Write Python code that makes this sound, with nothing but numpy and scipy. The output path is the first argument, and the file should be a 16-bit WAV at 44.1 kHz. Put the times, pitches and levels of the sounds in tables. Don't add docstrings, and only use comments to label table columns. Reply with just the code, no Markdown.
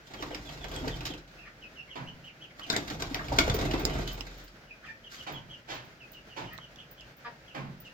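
import sys
import numpy as np
from scipy import signal
from scipy.fft import rfft, irfft
from scipy.io import wavfile
from scipy.ndimage import uniform_filter1d

SR = 44100
rng = np.random.default_rng(int(sys.argv[2]) if len(sys.argv) > 2 else 0)


def dump(signal):
    limited = np.clip(np.atleast_2d(signal).T, -1, 1)
    pcm = np.round(limited * 32767).astype(np.int16)
    wavfile.write(sys.argv[1], SR, pcm)


N = 349713
TIME = np.arange(N) / SR

# (frequency [Hz], t60 [s])
LOFT_T60 = [(100, 0.63), (400, 0.26), (2500, 0.19), (7000, 0.11), (15000, 0.11)]
# (frequency [Hz], level [dB])
YARD_EQ = [(26, -33), (45, 2), (95, -9), (135, 1), (174, -4.5), (421, -10), (580, -7), (1070, -16.5),
           (1480, -8.5), (2240, -13), (2940, -16.5), (3570, -20), (4800, -20.5), (6610, -26.5), (8870, -40),
           (14900, -34.5), (16000, -35)]
# (time [s], level [dB])
TINGS = [(3.544, -38), (3.797, -49), (4.129, -47), (4.38, -58), (4.44, -56), (5.324, -54), (5.745, -59),
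         (5.85, -62), (6.118, -48), (6.53, -54), (6.912, -50), (7.168, -56), (7.802, -49)]
# (time [s], rise [s], knock [dB], boom [dB], rasp [dB])
THUDS = [(1.954, 0.0022, -39, -43.5, -47), (5.262, 0.01, -38, -47, -42.5),
         (5.674, 0.036, -40, -54.5, -37.5), (6.36, 0.012, -37.5, -47.5, -41.5),
         (7.544, 0.0058, -36.5, -42, -46.5)]
# (frequency [Hz], level [dB])
KNOCK_EQ = [(100, -25), (260, 3.5), (450, -3.5), (850, 4), (1400, -3), (2300, -4.5), (4000, -20),
            (9000, -38)]
BOOM_EQ = [(30, -11), (70, -13), (125, 4.5), (165, 0), (240, -7.5), (600, -21), (2000, -72)]
RASP_EQ = [(500, -9), (1500, 1.5), (2300, 2), (3300, 2), (5000, -3.5), (7000, -11), (9500, -33),
           (15000, -24)]
# (time [s], length [s], pitch [Hz], throat resonance at start [Hz], at end [Hz],
# roughness [0-1], level [dB])
CLUCKS = [(1.449, 0.044, 641, 2140, 1730, 0.18, -45.5), (1.875, 0.029, 1070, 2440, 2030, 0.05, -49),
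          (2.5, 0.016, 1095, 2450, 1950, 0.04, -51), (4.827, 0.046, 799, 1510, 1930, 0.22, -46),
          (4.88, 0.04, 920, 1880, 1780, 0.05, -40.5), (6.502, 0.058, 628, 2020, 1800, 0.07, -44.5),
          (7.244, 0.044, 242.5, 1400, 540, 0.05, -36)]
# (frequency [Hz], width [Hz], level [dB])
BEAK_FORMANTS = [(1640, 150, -4), (4700, 940, -20)]
# (time [s], length [s], crest pitch [Hz], drop from crest [0-1], crest position [0-1],
# roughness [0-1], level [dB])
PEEPS = [(0.17, 0.065, 3250, 0.11, 0.15, 0.24, -48.5), (0.314, 0.05, 3260, 0.16, .1, 0.3, -47),
         (0.451, 0.055, 3500, 0.09, 0.23, 0, -47.5), (.603, 0.05, 3470, 0.03, 0.14, 0, -44.5),
         (0.744, 0.05, 3450, 0.08, 0.17, .06, -42), (0.901, 0.053, 3446, 0.1, 0.19, 0.15, -43),
         (1.08, 0.055, 3390, 0.09, 0.2, 0, -43.5), (1.37, 0.08, 2726, 0.2, 0.43, 0.2, -50),
         (1.614, 0.058, 3030, 0.15, 0.04, 0.2, -44.5), (1.758, 0.062, 3060, 0.11, 0, 0.2, -41.5),
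         (1.896, 0.054, 3200, 0.16, 0.19, 0.5, -44.5), (2.063, 0.047, 2980, 0.14, 0.62, 0.45, -43.5),
         (2.232, 0.072, 3095, 0.34, 0.4, 0.47, -46), (2.4, 0.065, 3115, 0.36, 0.45, 0.42, -45.5),
         (2.604, 0.058, 3120, 0.43, 0.47, 0.35, -42), (3.866, 0.074, 3050, 0.02, 0.46, 0.4, -46.5),
         (4.049, 0.078, 3050, 0.04, 0.65, 0.17, -43), (4.673, 0.069, 2900, 0.17, 0.08, 0.33, -46.5),
         (4.846, 0.061, 3180, 0.26, 0.06, 0.37, -46.5), (5.035, .058, 3190, 0.1, 0.18, 0.2, -46.5),
         (5.171, 0.06, 3190, 0.09, 0.22, .25, -45), (5.331, .061, 3310, 0.12, .25, 0.15, -42),
         (5.492, 0.073, 3184, 0.13, 0.34, 0.43, -44.5), (6.001, 0.048, 3004, 0.15, 0, 0, -46.5),
         (6.131, 0.065, 3106, 0.09, 0.05, .5, -49.5), (6.293, 0.064, 3160, 0.1, 0, 0.4, -49.5),
         (6.448, 0.062, 3040, 0.05, 0.37, 0.5, -50), (6.592, 0.068, 3160, 0.07, .33, 0.45, -48.5),
         (6.769, 0.067, 3110, 0.13, 0.45, 0.83, -47.5), (6.971, 0.066, 3230, 0.15, .2, 0.63, -49),
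         (7.476, 0.063, 3130, 0.13, 0.12, .4, -50.5), (7.845, 0.048, 3096, 0.11, 0, 0.4, -46.5)]
# (frequency [Hz], t60 [s], level [dB])
LOFT_MODES = [(43.3, 1.54, -4), (62.8, 0.75, -12.5), (75.8, 0.48, -14), (89.2, 0.41, -23),
              (123.8, 0.52, -9), (148.5, 0.55, -18)]
# (time [s], level [dB])
DRAUGHT_CURVES = [
    [(.1, -64), (.15, -50), (.4, -52), (.7, -43), (.93, -39.5), (1.06, -54)],
    [(2.68, -57), (2.9, -50), (2.97, -41), (3.18, -52), (3.3, -31.5), (3.5, -34), (3.78, -39),
     (3.96, -32.5), (4.04, -60)],
]
# (time [s], level [dB], ring [Hz], ring [dB], decay [s])
CLAWS = [(3.8522, -15, 5260, -20, 0.00097), (4.2082, -31, 3000, -2, 0.0016),
         (6.5785, -44.5, 3700, 3, 0.0023), (6.585, -44, 1260, 17, 0.0038), (6.759, -52.5, 3400, 1, 0.0033),
         (7.009, -50, 5000, -13, 0.0018)]
FLICKS = [(.136, -37, 850, -8, 0.013), (.224, -28, 1200, -4, 0.009), (.3465, -27.5, 4850, -7, 0.0071),
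          (.49, -38, 3300, -18, 0.011), (.642, -33, 1630, -6, 0.0097), (.761, -32, 7630, -5, 0.0042),
          (.879, -28, 1780, -9, 0.0077), (1.007, -35, 2630, -6, 0.01), (1.137, -37, 2640, -2, 0.0076),
          (2.5945, -33, 1210, 1, 0.005), (2.877, -35, 5500, -4, .0045), (2.901, -27, 1620, -11, 0.0042),
          (3.2834, -32, 2290, -16, 0.0049), (3.479, -33, 5500, -12, 0.0035), (3.541, -30, 4570, -3, .004),
          (3.565, -34, 4600, -9, 0.0039), (3.612, -29, 3900, -9, 0.0078), (3.711, -26.5, 1820, -20, 0.0079),
          (3.739, -26, 1105, 3, .007), (3.834, -39, 2400, 0, 0.003), (4.1774, -37, 600, 3, 0.0063)]
CLAPS = [(2.7008, -17.5, 3780, -1, 0.005), (2.7636, -19.5, 1810, -16, 0.0041),
         (3.0222, -24.5, 2220, -22, 0.0044), (3.1452, -22, 1960, -11, .0032),
         (3.3859, -9, 2260, -6.5, 0.005), (3.499, -23.5, 3470, -3, 0.0057)]
# (frequency [Hz], level [dB])
CLAW_EQ = [(200, -2.5), (900, -3), (1500, -12), (3500, -6), (5200, 6), (7300, -8), (9500, -31),
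           (12500, -23), (16000, -7)]
FLICK_EQ = [(300, 3), (1400, 8.5), (2500, 10), (5000, 7.5), (7300, -4.5), (9500, -20), (12500, -11),
            (16000, -9)]
CLAP_EQ = [(80, 0), (250, 5), (500, -0.5), (900, 3), (1500, 2.5), (2400, -1.5), (4300, 0.5), (5500, -4),
           (7100, -6.5), (8400, -19.5), (10000, -27), (12500, -17.5), (16000, -22)]
# (time [s], length [s], pitch [Hz], level [dB])
THUMPS = [(0.199, 0.021, 350, -35), (.226, 0.009, 418, -42), (0.306, 0.016, 505, -38),
          (0.329, .016, 450, -36), (0.353, 0.0093, 350, -43), (.828, 0.035, 224, -28),
          (0.868, 0.02, 398, -27), (1.1, 0.02, 281, -34), (2.767, 0.044, 313, -26.5),
          (3.11, 0.026, 308, -28.5), (3.159, 0.023, 369, -36), (3.318, 0.019, 502, -24),
          (3.381, 0.0068, 297, -21), (3.478, 0.005, 446, -16), (3.498, 0.017, 99, -17),
          (3.543, 0.014, 395, -19.5), (3.586, 0.007, 444, -22), (3.738, 0.014, 345, -15),
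          (3.829, 0.019, 338, -27)]
# (time [s], length [s], start pitch [Hz], end pitch [Hz], level [dB])
SWISHES = [(2.723, 0.04, 1298, 2504, -32.5), (3.187, 0.018, 1943, 1180, -33.5),
           (3.314, 0.019, 704, 993, -29.5)]
# (time [s], level [dB])
EFFORT_CURVES = [
    [(0.0, -62), (0.162, -47.5), (0.308, -48.5), (0.634, -52), (0.802, -44), (0.966, -45.5), (1.032, -62),
     (1.216, -58), (1.4, -57.5)],
    [(2.55, -57), (2.72, -44.5), (2.87, -45.5), (3.38, -41.5), (3.5, -35.5), (3.65, -36.5), (3.89, -38.5),
     (4.3, -51), (4.55, -56.5)],
]
# (time [s], length [s], level [dB])
SOFT_RUSTLES = [(1.048, 0.032, -38), (2.235, 0.054, -64), (4.336, 0.13, -60.5), (4.853, .04, -63),
                (5.089, 0.13, -46.5), (5.22, 0.024, -53), (6.127, .025, -55), (7.382, 0.033, -66),
                (7.843, .05, -58)]
# (time [s], air [dB], feather [dB])
STROKES = [(0.07, -51, -47.5), (0.135, -32, -46), (0.223, -30, -52), (.305, -30.5, -50), (0.346, -37, -56),
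           (0.488, -35.5, -48), (0.57, -37.5, -42.5), (0.64, -30, -44), (0.713, -32.5, -39),
           (0.762, -30.5, -48), (0.839, -31.5, -48), (0.873, -29, -40), (1.005, -31.5, -45.5),
           (1.05, -31.5, -40), (1.062, -40, -35.5), (1.099, -38, -66), (1.136, -38.5, -41),
           (1.274, -50, -47.5), (2.593, -44, -44), (2.723, -28, -27.5), (2.758, -48, -44),
           (2.878, -44, -37), (2.903, -29.5, -35), (3.021, -33, -47), (3.151, -27.5, -37),
           (3.282, -55, -52), (3.32, -25.5, -30.5), (3.395, -35, -26), (3.474, -24.5, -36),
           (3.541, -26, -34.5), (3.587, -29, -33), (3.614, -28, -34), (3.65, -24, -40), (3.733, -21, -33),
           (3.859, -29, -39), (3.95, -27.5, -36.5), (3.983, -26, -35.5), (4.073, -38, -31.5),
           (4.176, -48, -56), (4.264, -36, -46)]
# (delay [s], air [dB], feather [dB], length [s])
STROKE_PARTS = [(-.034, -10.5, -17.5, 0.015), (0, 0.5, -1, 0.0096), (0.039, -20.5, -10.5, 0.014)]
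# (frequency [Hz], level [dB])
AIR_EQ = [(50, -14), (125, -0.5), (170, 2), (235, -5), (310, -0.5), (400, -3.5), (500, -3), (750, -4.5),
          (1200, -12), (2500, -13.5), (6000, -50)]
FEATHER_EQ = [(300, -7), (800, -12.5), (1400, 2.5), (2300, -2), (3000, -2), (3800, 2.5), (4400, -1),
              (5200, -0.5), (7000, -5), (8500, -16), (10000, -24.5), (12500, -14), (16000, -18.5)]


def undb(db):
    return 10 ** (np.asarray(db) / 20)


def unit(x):
    return x / np.sqrt(np.mean(x ** 2) + 1e-20)


def lookup(points, hz):
    f, value = np.transpose(points)
    return np.interp(np.log(hz + 1), np.log(f), value)


def colour(x, eq, size=8192):
    gain = unit(undb(lookup(eq, np.fft.rfftfreq(size, 1 / SR))))
    cepstrum = irfft(np.log(gain))
    cepstrum[1:size // 2] *= 2
    cepstrum[size // 2 + 1:] = 0
    return signal.fftconvolve(x, irfft(np.exp(rfft(cepstrum))))[:len(x)]


def resonate(x, hz, width_hz):
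    return signal.lfilter(*signal.iirpeak(min(hz, SR / 2 - 500), hz / width_hz, SR), x)


def walk(rate_hz, size=N):
    knots = np.arange(size) * rate_hz / SR
    return np.interp(knots, np.arange(size), rng.standard_normal(size))


def phase(hz):
    return 2 * np.pi * np.cumsum(hz) / SR


def add(track, s, sound):
    i = max(int(s * SR), 0)
    track[i:i + len(sound)] += sound[:max(N - i, 0)]


def swell(length):
    u = np.arange(int(3 * length * SR)) / (length * SR / 3)
    return (u * np.exp(1 - u)) ** 2


def bursts(curves):
    return sum(undb(np.interp(TIME, *np.transpose(rows), left=-200, right=-200)) for rows in curves)


def diffuse(size, port_gap_m=0.13):
    likeness = 0.97 * np.sinc(2 * np.fft.rfftfreq(size, 1 / SR) * port_gap_m / 343)
    mid, side = rfft(rng.standard_normal((2, size)))
    mid, side = mid * np.sqrt((1 + likeness) / 2), side * np.sqrt((1 - likeness) / 2)
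    return irfft(np.array([mid + side, mid - side]), size)


def loft(x, lag_ms, pan_db, direct_db, room_db, linger=1):
    t, hz = TIME[:SR], np.fft.rfftfreq(SR, 1 / SR)
    octaves = 62.5 * 2. ** np.arange(9)
    field, tail = rfft(diffuse(SR)), 0
    for centre, share in zip(octaves, np.eye(len(octaves))):
        band = irfft(field * lookup(np.c_[octaves, share], hz), SR)
        tail = tail + band * np.exp(-np.log(1000) * t / (linger * lookup(LOFT_T60, centre)))
    spectrum = rfft(tail)
    power = uniform_filter1d(np.mean(np.abs(spectrum) ** 2, axis=0), size=45)
    tail = irfft(spectrum * np.sqrt(lookup(LOFT_T60, hz) / (power + 1e-12)), SR)
    gate = np.clip(t / 0.00037 - .3, 0, 1) * (t < .5)
    response = undb(room_db) * unit(tail * gate) / np.sqrt(SR)
    lag = int(round(lag_ms * SR / 1000))
    response[0, max(lag, 0)] += undb(direct_db + pan_db / 2)
    response[1, max(-lag, 0)] += undb(direct_db - pan_db / 2)
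    return signal.fftconvolve(x[None], response, axes=1)[:, :N]


def yard(level_db=-54, flicker_db=1.7):
    air = np.array([colour(port, YARD_EQ) for port in diffuse(N)])
    return unit(air) * undb(level_db - flicker_db * walk(25))


def tings(hz=15050, width_hz=220, decay_s=0.0027):
    envelope, t = np.zeros(N), TIME[:SR // 5]
    for s, db in TINGS:
        add(envelope, s, undb(db) * np.exp(-t / decay_s))
    return resonate(envelope * rng.standard_normal(N), hz, width_hz) * np.sqrt(SR / np.pi / width_hz)


def thuds(knock_s=0.061, boom_s=0.078, rasp_s=0.054, boom_late_s=0.05):
    t, out = TIME[:SR], 0
    layers = [(KNOCK_EQ, 0, knock_s), (BOOM_EQ, boom_late_s, boom_s), (RASP_EQ, 0, rasp_s)]
    for layer, (eq, late, decay) in enumerate(layers):
        envelope = np.zeros(N)
        for s, rise, *levels in THUDS:
            crest = rise + late
            shape = np.minimum(t / crest, 1) * np.exp(-np.maximum(t - crest, 0) / decay)
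            add(envelope, s, undb(levels[layer]) * shape)
        out = out + colour(envelope * rng.standard_normal(N), eq)
    return out


def hens(throat_width_hz=300, dull_hz=5500):
    out, orders = np.zeros(N), np.arange(1, 23)[:, None]
    for s, length, hz, start_hz, end_hz, rough, db in CLUCKS:
        u = np.linspace(0, 1, int(length * SR))
        pitch = hz * (1 + rough * walk(609, len(u)))
        partials = orders * pitch
        throat = start_hz + (end_hz - start_hz) * u
        formants = sum(undb(peak_db) / (1 + 1j * (partials - centre ** 2 / partials) / width)
                       for centre, width, peak_db in [(throat, throat_width_hz, 0), *BEAK_FORMANTS])
        gain = formants / (1 + (partials / dull_hz) ** 4)
        voice = np.real(gain * np.exp(1j * orders * phase(pitch))).sum(axis=0)
        add(out, s, undb(db) * unit(voice * np.abs(np.sin(np.pi * u)) ** 0.57))
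    return out


def chick(waver=0.019, trill=0.11, trill_hz=135, throb_db=9, shimmer_db=5, overtone_db=-22):
    out = np.zeros(N)
    for s, length, hz, drop, crest, rough, db in PEEPS:
        u = np.linspace(0, 1, int(length * SR))
        span = .27 + .45 * crest
        arch = np.exp(-np.abs((u - crest) / span) ** 2.68)
        rasp = rough * np.sin(phase(trill_hz * (1 + 0.32 * walk(137.7, len(u)))))
        pitch = hz * (1 - drop * (1 - arch) + trill * rasp * (1 + arch) / 2 + waver * walk(728, len(u)))
        whistle = np.sin(phase(pitch)) + undb(overtone_db) * np.sin(2 * phase(pitch))
        throb = np.roll(rasp, int(SR / trill_hz / 4))
        tremolo = undb(throb_db * throb + shimmer_db * walk(291, len(u)))
        envelope = np.abs(np.sin(np.pi * u)) ** 0.67 * tremolo
        add(out, s, undb(db) * unit(envelope * whistle))
    return out


def draught(gust_db=-7):
    drive, modes = bursts(DRAUGHT_CURVES), 0
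    for hz, t60, db in LOFT_MODES:
        pushes = drive * np.sin(phase(hz * (1 + 0.0705 * walk(35.16))))
        modes = modes + undb(db) * unit(resonate(pushes, hz, np.log(1000) / np.pi / t60))
    gust_eq = [(12, -44), (30, 7), (55, 11), (80, 12), (110, -43), (200, -19), (600, -66)]
    gusts = colour(drive * rng.standard_normal(N), gust_eq)
    return np.sqrt(np.mean(drive ** 2)) * unit(unit(modes) + undb(gust_db) * unit(gusts))


def cracks(hits, eq, ring_width_hz, snap_db, grain_db, snap_s=0.00069):
    out, t = np.zeros(N), TIME[:SR // 20]
    for s, db, hz, ring_db, decay in hits:
        fade = np.exp(-(t / decay) ** 2) + undb(snap_db) * np.exp(-t / snap_s)
        crack = rng.standard_normal(len(t)) * fade * undb(grain_db * walk(1540, len(t)))
        ring = resonate(resonate(crack, hz, ring_width_hz), hz, ring_width_hz)
        sound = unit(colour(crack, eq)) + undb(ring_db) * unit(ring)
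        weight = np.sqrt(decay * SR / np.pi / len(t))
        add(out, s, undb(db) * weight * unit(sound))
    return out


def thumps(sink=0.27, wobble=0.16):
    out = np.zeros(N)
    for s, length, hz, db in THUMPS:
        envelope = swell(length)
        u = np.linspace(-1, 1, len(envelope))
        pitch = hz * np.exp(-sink * (u + .5) + wobble * walk(hz, len(u)))
        add(out, s, undb(db) * envelope * np.sin(phase(pitch)))
    return out


def swishes(relative_width=0.251):
    out = np.zeros(N)
    for s, length, start_hz, end_hz, db in SWISHES:
        envelope = swell(length)
        size, eddy_hz = len(envelope), 2 * relative_width * start_hz
        pitch = np.interp(TIME[:size], [0, length], [start_hz, end_hz])
        eddies = walk(eddy_hz, size) + 1j * walk(eddy_hz, size)
        swish = envelope * np.real(eddies * np.exp(1j * phase(pitch)))
        add(out, s, undb(db) * unit(swish) * np.sqrt(np.mean(envelope ** 2)))
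    return out


def effort(rest_db=-58, full_db=-34.5):
    return np.maximum(bursts(EFFORT_CURVES) - undb(rest_db), 0) / undb(full_db)


def wings(air_trim_db=-5.5, air_stretch=1.32, stir_db=-36, rustle_db=-44, flutter_db=4, grain_db=6):
    push, scrape = np.zeros(N), np.zeros(N)
    for s, air_db, feather_db in STROKES:
        for delay, part_air_db, part_feather_db, length in STROKE_PARTS:
            add(push, s + delay, undb(air_db + part_air_db + air_trim_db) * swell(length * air_stretch))
            add(scrape, s + delay, undb(feather_db + part_feather_db) * swell(length))
    for s, length, db in SOFT_RUSTLES:
        add(scrape, s, undb(db) * swell(length))
    flutter = unit(undb(flutter_db * walk(90)))
    push = np.hypot(push, undb(stir_db) * effort() * flutter)
    scrape = np.hypot(scrape, undb(rustle_db) * effort() ** 0.56 * flutter)
    slips = unit(rng.standard_normal(N) * undb(grain_db * walk(1100)))
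    return colour(push * rng.standard_normal(N), AIR_EQ) + colour(scrape * slips, FEATHER_EQ)


def scene():
    near = loft(wings() + swishes(), lag_ms=-.4, pan_db=-7, direct_db=-5.5, room_db=-0.5)
    claps = cracks(CLAPS, CLAP_EQ, ring_width_hz=580, snap_db=-18, grain_db=4)
    near += loft(claps, lag_ms=-.4, pan_db=2.5, direct_db=1.5, room_db=-1.5)
    flicks = cracks(FLICKS, FLICK_EQ, ring_width_hz=790, snap_db=-13, grain_db=0.5)
    near += loft(flicks, lag_ms=-.4, pan_db=-5.5, direct_db=-3.5, room_db=-5.5)
    near += loft(thumps(), lag_ms=-.18, pan_db=0.5, direct_db=-3.5, room_db=-13.5)
    claws = cracks(CLAWS, CLAW_EQ, ring_width_hz=1100, snap_db=-7, grain_db=0)
    near += loft(claws, lag_ms=.1, pan_db=-15.5, direct_db=3, room_db=1.5, linger=0.51)
    poultry = loft(chick(), lag_ms=.07, pan_db=-2, direct_db=-9.5, room_db=-6.5, linger=1.15)
    poultry += loft(hens(), lag_ms=.07, pan_db=-1, direct_db=-8.5, room_db=-7.5)
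    far = loft(thuds(), lag_ms=.4, pan_db=-7.5, direct_db=-4, room_db=-3.5)
    sparkle = loft(tings(), lag_ms=0, pan_db=-16, direct_db=1.5, room_db=9)
    return near + draught() + poultry + far + sparkle + yard()


def record(dry, ceiling=0.6, top_hz=15900):
    high_cut = signal.ellip(8, .2, 70, top_hz, fs=SR, output="sos")
    return signal.sosfilt(high_cut, ceiling * np.tanh(dry / ceiling))


dry = scene()
out = record(dry)
dump(out)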